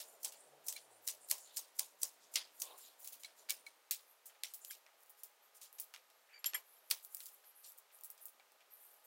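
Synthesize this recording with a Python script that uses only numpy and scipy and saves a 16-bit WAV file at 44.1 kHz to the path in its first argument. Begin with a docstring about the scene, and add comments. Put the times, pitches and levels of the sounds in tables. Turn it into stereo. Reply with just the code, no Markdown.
"""Crisp chops on a plastic board in a small tiled kitchen, then garlic being trimmed and peeled.
Each cut is a burst of noise with a short bright echo; board and blade ring in their own modes.
Shaped noise makes the rub of hands and blade and the rustle of dry peel.
Street noise, hiss, an appliance hum and a passing drone lie under all."""
import sys
import numpy as np
from scipy import signal
from scipy.fft import rfft, irfft, next_fast_len
from scipy.io import wavfile
from scipy.ndimage import uniform_filter1d, map_coordinates

SR = 44100
rng = np.random.default_rng(int(sys.argv[2]) if len(sys.argv) > 2 else 0)


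def bounce(signal):
    """Save signal as a 16-bit WAV file at the path given by the first command-line argument."""
    frames = np.transpose(np.atleast_2d(signal))
    limited = np.clip(frames, -1, 1)
    pcm = np.round(limited * 32767).astype(np.int16)
    wavfile.write(sys.argv[1], SR, pcm)


def voltage_ratio(level):
    """Linear amplitude factor for a level in decibels (scalar or array-like)."""
    return 10 ** (np.asarray(level, float) / 20)


N = 399526
TIME = np.arange(N) / SR
PEELING_FROM_S = 3.78  # chopping before, garlic after
TOP_HZ = 15900  # upper limit of the echoes, the rubbing and the hiss


def unit(x):
    """Scales a signal to rms 1."""
    return x / np.sqrt(np.mean(x ** 2) + 1e-20)


def along(points, hz):
    """Gain through (hz, gain_db) points on a log frequency axis, shut outside them."""
    point_hz, gain_db = np.transpose(points)
    return voltage_ratio(np.interp(np.log(hz + 1), np.log(point_hz + 1), gain_db, -120, -120))


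def curves(rows):
    """One value per sample for each column after the time."""
    s, *columns = np.transpose(rows)
    return [np.interp(TIME, s, column) for column in columns]


def wobble(rate):
    """A smooth random curve with rate knots a second."""
    return map_coordinates(rng.standard_normal(int(N * rate / SR) + 4), [TIME * rate])


def filtered(x, response):
    """Multiplies the spectrum of x by a response of frequency, real or complex."""
    size = next_fast_len(N + 8192)
    return irfft(rfft(x, size) * response(np.fft.rfftfreq(size, 1 / SR)), size)[..., :N]


def rush(response, side_db, patchy_db=0, grain_db=0):
    """Stereo noise of rms 1, grainy in time and in random patches of time and frequency."""
    grains = rng.standard_normal((2, N)) * voltage_ratio(grain_db * wobble(400))
    spectrum = signal.stft(grains, nperseg=256)[2]
    patches = uniform_filter1d(rng.standard_normal(spectrum.shape[1:]), size=4, axis=0)
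    patches = uniform_filter1d(patches, size=9, axis=1)
    pair = signal.istft(spectrum * voltage_ratio(patchy_db * unit(patches)), nperseg=256)[1][:, :N]
    mid, side = filtered(pair, response) * voltage_ratio([[0], [side_db]])
    return unit(np.array([mid + side, mid - side]))


def dying(times, db, t60, rise):
    """An envelope whose power gets a softened jump at each time and dies by 60 dB in t60 seconds."""
    jumps = np.bincount((times * SR).astype(int), voltage_ratio(2 * db), N)
    fall, soft = voltage_ratio(-2 * 60 / (t60 * SR)), np.exp(-1 / (rise * SR))
    decay = signal.lfilter([1], [1, -fall], jumps)
    return np.sqrt(signal.lfilter([1 - soft], [1, -soft], decay))


def tone(rows, partials):
    """A gliding line with (multiple, gain_db) partials, silent outside its (time_s, pitch_hz, level_db) rows."""
    hz, db = curves(rows)
    gate = np.clip(np.minimum(TIME - rows[0][0], rows[-1][0] - TIME) / .008, 0, 1)
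    phase = 2 * np.pi * np.cumsum(hz) / SR
    return np.sqrt(2) * gate * voltage_ratio(db) * sum(voltage_ratio(g) * np.sin(k * phase) for k, g in partials)


# Blade through a stalk onto the board; levels before range colouring:
# start_s, crack_db, echo_db, echo_tilt_db, tear_lead_s
CHOPS = [(0.248, -15.5, -41.5, 1, 0.015), (0.686, -17, -41.5, 4, 0.019), (1.0863, -20, -40.5, 1, 0.015),
         (1.3138, -7.5, -38.5, 1.5, 0.013), (1.5714, -17.5, -40, 1, 0.0071), (1.795, -11, -42.5, 0, 0.0044),
         (2.0335, -12, -40.5, 3, 0.015), (2.3593, -9.5, -41, -7.5, 0.018), (2.6207, -14, -43, 4, 0.019)]
# Snaps of fibre, peel and blade on board, likewise: start_s, crack_db, echo_db, echo_tilt_db
SNAPS = [(.0025, -34, -49.5, 0), (0.3238, -38.5, -58.5, -1), (0.727, -26, -53, 1),
         (0.7659, -33.5, -58.5, -4), (1.078, -18, -61, 1), (1.289, -34, -61, 6), (1.3075, -24, -49.5, 1),
         (1.3834, -35, -63, 5), (2.78, -39, -63.5, 6), (2.997, -44, -72, 15), (3.045, -39.5, -56, 6.5),
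         (3.076, -25.5, -56, 4), (3.1235, -46, -53.5, 3.5), (3.2362, -34.5, -64.5, -4.5),
         (3.2487, -33, -60, -6), (3.491, -27, -76, -14), (3.4977, -20, -47.5, -1.5),
         (3.5062, -13.5, -46.5, 2.5), (3.6662, -40.5, -65, -5), (3.9105, -11.5, -40.5, 2),
         (3.993, -45, -75, -8), (4.2564, -45.5, -61, 9), (4.297, -48, -85.5, -17), (4.349, -46, -87, -16),
         (4.436, -15.5, -48.5, -4.5), (4.5377, -27, -54, 9.5), (4.6488, -27.5, -60, 2),
         (4.71, -27.5, -51, 1), (4.865, -35, -86.5, -16), (5.006, -48, -85, 9), (5.034, -41, -84, 9),
         (5.061, -46, -81, 13), (5.0965, -37, -72.5, 14.5), (5.235, -24.5, -59.5, 8),
         (5.614, -50.5, -56, 0.5), (5.7287, -33.5, -80, 13), (5.7844, -47, -54.5, 1.5),
         (5.7996, -20, -53.5, 10.5), (5.9396, -27, -61.5, -8.5), (5.947, -36, -69, -7),
         (5.9624, -28, -85, -12), (5.977, -45, -85, 10.5), (6.102, -46, -76, -5),
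         (6.4443, -16.5, -55.5, -9), (6.4623, -20, -51, -2), (6.5355, -16.5, -71.5, -17),
         (6.5468, -29, -52, 3), (6.5532, -25, -66, -7.5), (6.902, -28, -45, 5), (6.9113, -13, -45.5, -2),
         (6.9137, -12, -51, -4.5), (7.049, -25.5, -70, 14), (7.148, -17.5, -63, 13.5),
         (7.1696, -30.5, -66, 5), (7.2048, -32, -61, -1), (7.228, -42.5, -66, 6), (7.258, -28, -56, 7.5),
         (7.283, -48, -67, 7), (7.438, -56, -74, -7.5), (7.7209, -36, -78, 10), (7.7856, -36, -71.5, 9),
         (7.903, -47.5, -86.5, -14.5), (7.9886, -38, -83, 16), (8.011, -34, -83, 18),
         (8.0365, -26.5, -71, 17), (8.0458, -25, -66.5, 16.5), (8.056, -35, -70, 10),
         (8.1025, -23, -69, 16), (8.179, -45, -67.5, -0.5), (8.256, -20, -70, 22), (8.284, -43, -77, 1),
         (8.398, -36.5, -93, -19), (8.5203, -41, -83, 7), (8.607, -42.5, -86, -14.5)]
# Dry garlic peel rustles: start_s, length_s, level_db, width_octaves
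RUSTLES = [(4.055, .078, -68.5, 0.21), (4.657, .069, -58, 0.14), (4.97, 0.071, -69.5, 0.47),
           (5.415, 0.059, -72, .12), (5.723, .046, -64, 0.2), (6.09, 0.14, -80, .14),
           (6.63, 0.13, -67.5, .2), (6.792, 0.21, -68.5, .15), (7.023, 0.032, -56, 0.46),
           (7.083, 0.18, -56, 0.61), (7.317, 0.042, -65, .17), (7.438, 0.059, -61, 0.22),
           (7.538, 0.087, -61.5, .2), (7.622, 0.08, -56.5, 0.51), (7.912, .061, -62.5, 0.44),
           (8.202, 0.043, -57, 0.34), (8.7, .065, -62.5, 0.18), (8.74, 0.18, -62, 0.38),
           (9.03, 0.066, -62, 0.52)]
# Echo offset in the low, body, middle and top range: offset_db
CHOP_RANGES_DB = [-16.5, -9, 1, -7.5]
SNAP_RANGES_DB = [-13, -2.5, 0, -.5]
# How far each range follows the tilt: db_per_tilt_db
CHOP_TILT = [-1.67, -1.9, -0.082, 0.72]
SNAP_TILT = [-2.05, -0.89, -0.025, 1]


def contacts():
    """Every blow, the stalk tearing ahead of it, the snaps, and one chance tick within each rustle of peel."""
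    s, crack_db, echo_db, tilt_db, lead_s = np.transpose(CHOPS)
    # a tearing cracks and echoes less than its blow, with a brighter tilt
    tears = np.transpose([s - lead_s, crack_db - 14.5, echo_db - 9, tilt_db + 10.5])
    chance = rng.random((len(RUSTLES), 2))
    ticks = []
    for (start, length, *_), (place, strength) in zip(RUSTLES, chance):
        tick_s = min(start + length * place, TIME[-1])
        tick_db = -55 + 6 * (2 * strength - 1)  # scatters by 6 dB either way
        ticks.append((tick_s, tick_db, -86.5, 8))
    rows = np.vstack([np.array(CHOPS)[:, :-1], tears, SNAPS, ticks])
    s, crack_db, echo_db, tilt_db = rows.T
    chop_count, snap_count = 2 * len(CHOPS), len(SNAPS) + len(ticks)
    ranges_db = [CHOP_RANGES_DB] * chop_count + [SNAP_RANGES_DB] * snap_count
    follows = [CHOP_TILT] * chop_count + [SNAP_TILT] * snap_count
    return s, crack_db, echo_db + tilt_db * np.transpose(follows) + np.transpose(ranges_db)


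# Colour of cracks and echoes: freq_hz, gain_db (per Hz)
SNAP_COLOUR = [(600, -18.5), (1100, -14), (2000, -7.5), (6000, -4.5), (13000, -3), (15800, -1.5),
               (17000, -44)]
# Edges of the low, body, middle and top range: edge_hz
SPLIT_HZ = [0, 2600, 5000, 9500, SR]
# Fast echo decay in those ranges: t60_s
ECHO_T60 = [0.15, 0.18, 0.14, 0.14]


def cuts():
    """A crack of a few ms, then crunch and near walls dying fast and the room slowly, range by range."""
    s, peak_db, echo_db = contacts()
    lead = SR // 250
    t = TIME[:2 * lead] - lead / SR
    # stalks tear before they give, dry peel snaps at once (s per 60 dB of rise)
    tearing = np.where(s < PEELING_FROM_S, .011, .003)[:, None]
    envelope = voltage_ratio(-60 * np.where(t < 0, -t / tearing, t / 0.0042))
    splinters = rng.standard_normal((len(s), len(t))) * envelope
    splinters /= np.abs(splinters).max(axis=1, keepdims=True)
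    places = ((s * SR).astype(int)[:, None] - lead + np.arange(len(t))).clip(0).ravel()

    def below(hz, edge):
        return 1 / (1 + (hz / (edge + 1)) ** 8)

    sound = 0
    for low, high, db, t60 in zip(SPLIT_HZ, SPLIT_HZ[1:], echo_db, ECHO_T60):
        def colour(hz):
            return along(SNAP_COLOUR, hz) * np.sqrt(below(hz, high) - below(hz, low))

        # the crack takes the colour of its echo
        lean_db = db - np.max(echo_db, axis=0) - 1.34 * np.log2(high / 16000)
        crack_gain = voltage_ratio(peak_db + lean_db)[:, None]
        crack = np.bincount(places, (crack_gain * splinters).ravel(), N)[:N]
        near = dying(s, db, t60, rise=0.0015)
        room = dying(s, db - 17.5, 0.36, rise=.01)
        noise = rush(lambda hz: (hz < TOP_HZ) * colour(hz), side_db=-11.5, patchy_db=2.5, grain_db=3.0)
        sound = sound + filtered(crack, colour) + np.hypot(near, room) * noise
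    return sound


# The board knocks on the counter by itself: start_s, push_db
KNOCKS = [(2.66, -54), (2.699, -51), (2.734, -53), (3.504, -58), (6.532, -50.5), (6.908, -54)]
# Modes of the board: freq_hz, width_hz, gain_db
BOARD = [(404, 152, -8.5), (590, 220, -4), (838, 114, -1.5), (1049, 94, 0.5)]


def board():
    """Short noisy pushes, alone and just after every chop, coloured by the resonant modes of the board."""
    # 3.9 ms after the blow, 0.8 dB per dB of it
    after_chops = [(chop[0] + 0.0039, -45 + .8 * chop[1]) for chop in CHOPS]
    s, db = np.transpose(KNOCKS + after_chops)
    push = dying(s, db, t60=0.057, rise=0.016)

    def modes(hz):
        total = 0
        for k, (centre, width, gain_db) in enumerate(BOARD):
            damping = 1j * hz * width
            # neighbouring modes alternate in sign
            total = total + (-1) ** k * voltage_ratio(gain_db) * damping / (centre * centre - hz * hz + damping)
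        return total

    return push * rush(modes, side_db=-14.5)


# Touches that set the blade, or the garlic and board beneath it, ringing: start_s, contact_s, hold (name),
# base_db
TOUCHES = [(0.758, 0.0037, "pressed", -50), (3.244, 0.0033, "pressed", -48),
           (3.493, 0.0027, "pressed", -46.5), (3.504, .004, "pressed", -46),
           (3.665, 0.0032, "pressed", -51.5), (4.699, 0.0079, "free", -44),
           (4.707, 0.002, "on_garlic", -51), (6.389, 0.0018, "free", -58.5), (6.457, 0.0035, "free", -28),
           (6.543, 0.0023, "free", -30), (6.546, 0.0038, "on_garlic", -33.5), (6.551, .004, "free", -49),
           (6.552, 0.0045, "on_garlic", -37), (6.766, .002, "free", -60.5)]
# Modes rung under each hold (the steel blade when pressed or free, a hollow of garlic and board when
# on_garlic): freq_hz, offset_db, t60_s
BLADE = dict(pressed=[(2254, 7, 0.05), (4110, 3, 0.062), (5500, -8, 0.033), (9200, -20, 0.66),
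         (10000, -9, 0.099)], free=[(3200, -5, .05), (5350, -18, .1), (7350, -5, .075), (8890, -15, .08),
         (11435, 0, .1), (12890, -11, .09)], on_garlic=[(1270, -6, 0.036), (1670, 4.5, 0.024),
         (2046, -2.5, 0.046), (2300, -7, 0.082), (2920, -16, 0.11)])


def blade():
    """Each touch rings the modes of its hold at new strengths; the moving hand roughens level and phase."""
    ring, t = np.zeros(N + SR), TIME[:SR // 4]
    for s, contact, held, db in TOUCHES:
        start = round(s * SR)
        grow = 1 - np.exp(-t / max(contact, 1e-4))
        for hz, level, t60 in BLADE[held]:
            flutter, drift = (map_coordinates(rng.standard_normal(40), [t * 120]) for _ in range(2))
            gain_db = db + level + rng.normal(0, 1.5) + 4 * flutter - 60 * t / t60
            ring[start:start + len(t)] += voltage_ratio(gain_db) * grow * np.sin(2 * np.pi * hz * t + 1.7 * drift)
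    return ring[:N]


# Skin squeaks on steel: time_s, pitch_hz, level_db
SQUEAK = [(6.330, 4570, -65), (6.360, 4700, -59), (6.388, 4530, -60)]


def squeak():
    """Stick and slip: a rough stack at half steps of the pitch that lets go twice."""
    slips = 1 - sum(np.exp(-((TIME - s) / 0.004) ** 2) for s in (6.355, 6.374))
    return tone(SQUEAK, [(.5, -3), (1, 0), (3 / 2, -14)]) * slips * voltage_ratio(3 * wobble(500))


# Hands and blade rub: start_s, length_s, level_db, centre_hz, width_octaves
RUB = [(0.023, .11, -62.5, 8800, 0.48), (0.33, 0.12, -63.5, 8400, 0.27), (0.763, .072, -64, 8900, 0.24),
       (.888, .089, -66.5, 8800, .2), (1.01, 0.11, -63, 12900, 0.27), (1.195, 0.087, -60.5, 8850, 0.23),
       (1.35, 0.11, -58, 7600, 0.4), (1.428, .16, -64.5, 3840, .33), (1.76, 0.092, -56, 7860, .98),
       (2.192, 0.073, -66, 4800, 0.72), (2.506, 0.21, -61.5, 11900, .64), (2.626, 0.084, -56.5, 3400, 0.34),
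       (2.75, .11, -58.5, 8800, 0.77), (2.793, 0.1, -60, 3920, 0.39), (2.975, .13, -57.5, 10900, .99),
       (3.188, 0.04, -60, 8900, .99), (3.36, 0.062, -61, 6560, .98), (4.254, .035, -57.5, 9000, 0.49),
       (4.473, 0.049, -61, 7750, 0.67), (4.6, .076, -60.5, 7500, .38), (5.165, 0.045, -63, 9000, .98),
       (5.54, 0.039, -59.5, 8700, .98), (5.603, 0.056, -57.5, 7040, .99), (6.278, .11, -63, 1950, 0.41),
       (7.635, 0.039, -54.5, 4900, 0.51), (7.771, 0.018, -57, 13000, 0.64)]
# Rings of the rubbed blade: freq_hz, width_hz, boost_db
RIDGES = [(7210, 590, 7), (8800, 50, 11.5), (9700, 140, 9), (10000, 310, 1.5), (12200, 270, 11.5),
          (12620, 770, 3.5), (13400, 750, -0.5)]


def rubbing():
    """Papery friction: each stroke swells fast, fades slowly and favours one range and the blade's rings."""
    def ridges(hz):
        boost_db = sum(db / (1 + (2 * (hz - c) / w) ** 2) for c, w, db in RIDGES)
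        return (hz < TOP_HZ) * voltage_ratio(boost_db)

    friction = rush(ridges, side_db=-11.5, patchy_db=3, grain_db=1.5)
    hz, t, spectrum = signal.stft(friction, SR, nperseg=512)
    # the blade slides into the stalk before every chop
    slides = [(chop[0] - 0.051, 0.051, -60, 11300, 1) for chop in CHOPS]
    peel = [(s, length, db, 11530, octaves) for s, length, db, octaves in RUSTLES]
    power = 0
    for s, length, db, centre_hz, octaves in RUB + slides + peel:
        u = np.clip((t - s) / length, 0, None)
        swell = (1 - np.exp(-u / 0.41)) / (1 + u ** 4)
        band = np.exp(-(np.log2((hz + 1) / centre_hz) / octaves) ** 2)
        power = power + voltage_ratio(2 * db) * np.outer(band / band.mean(), swell ** 2)
    return signal.istft(spectrum * np.sqrt(power), SR, nperseg=512)[1][:, :N]


# Street level over time, in two runs: time_s, rumble_db, roar_db
STREET = [
    [(0.0, -88, -66.5), (1.73, -89, -75), (3.63, -89.5, -74.5), (3.77, -91, -78.5)],
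    [(3.79, -90, -79), (3.88, -99, -77.5), (8.15, -100, -79.5), (8.35, -93, -79), (9.06, -99, -77.5)],
]
# Colours of the street's two layers: freq_hz, gain_db (per Hz)
RUMBLE = [(24, -76), (40, -41), (258, -9.5), (380, -10), (490, -29), (840, -120)]
ROAR = [(150, -29), (250, -24), (421, -4.5), (655, 0), (936, -9.5), (1000, -12), (1600, -22.5), (2080, -42),
        (3520, -120)]


def street():
    """Street noise through the walls: a low rumble and a fuller roar, each shaped noise."""
    rumble_db, roar_db = curves(sum(STREET, []))
    rumble = voltage_ratio(rumble_db) * rush(lambda hz: along(RUMBLE, hz), side_db=-5, patchy_db=-3.0)
    roar = voltage_ratio(roar_db) * rush(lambda hz: along(ROAR, hz), side_db=-7.5, patchy_db=2.0)
    return rumble + roar


# Colour of the hiss: freq_hz, gain_db (per Hz)
HISS = [(470, -35), (800, -1.5), (1250, -2), (1370, -2.5), (5540, -9.5), (10700, -12.5), (11900, -10),
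        (15800, -14.5)]
# Hiss while chopping, then while peeling: level_db
HISS_DB = [-70, -71]


def hiss():
    """Steady shaped noise that steps in level when the peeling starts."""
    level_db = np.where(TIME >= PEELING_FROM_S, HISS_DB[1], HISS_DB[0])
    return voltage_ratio(level_db) * rush(lambda hz: (hz < TOP_HZ) * along(HISS, hz), side_db=-5.5)


def wavering(hz, db):
    """A sine whose level and phase wander slowly."""
    level = voltage_ratio(db + 1.9 * wobble(8.6))
    return level * np.sin(2 * np.pi * hz * TIME + 1.2 * wobble(4.5))


# An appliance at two speeds: start_s, end_s, pitch_hz, first_db, second_db, third_db (multiples of pitch)
HUM = [(0, 3.78, 311, -92.5, -93.5, -83), (3.78, 9.8, 413.3, -95.5, -85.5, -83)]


def hum():
    """The appliance sounds its first three multiples and jumps to another speed."""
    sound = 0
    for start, end, hz, *levels in HUM:
        running = (TIME >= start) & (TIME < end)
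        for k, db in enumerate(levels, 1):
            sound = sound + running * wavering(k * hz, db)
    return sound


# A faint high line: pitch_hz, level_db
WHINE = (11800, -87)


def whine():
    """A wavering high sine, present only while peeling."""
    return (TIME >= PEELING_FROM_S) * wavering(*WHINE)


# A far low drone in two passes: time_s, pitch_hz, level_db (before the gains of its partials)
DRONE = [
    [(0.42, 142, -103), (0.536, 144, -81), (0.68, 147, -97)],
    [(0.78, 157, -99), (0.924, 112, -87), (1.35, 110, -102)],
]


def drone():
    """Each pass glides in pitch and swells, with a fundamental and a third multiple."""
    return sum(tone(rows, [(1, -0.5), (3, 0)]) for rows in DRONE)


def background():
    """The steady layers under the hands."""
    return street() + hiss() + hum() + whine() + drone()


def scene():
    """The hands work a little right of centre."""
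    hands = cuts() + board() + blade() + squeak() + rubbing()
    return hands * voltage_ratio([[-.2], [.2]]) + background()


def low_pass(x):
    """Removes everything above the highest recorded frequency."""
    return signal.sosfilt(signal.butter(12, 16990, fs=SR, output="sos"), x)


def record(dry):
    """A microphone deaf to bass, rolling off below 90 Hz."""
    mix = filtered(dry, lambda hz: 1 / np.sqrt(1 + (90 / (hz + 1)) ** 4))
    return low_pass(mix)


dry = scene()
out = record(dry)
bounce(out)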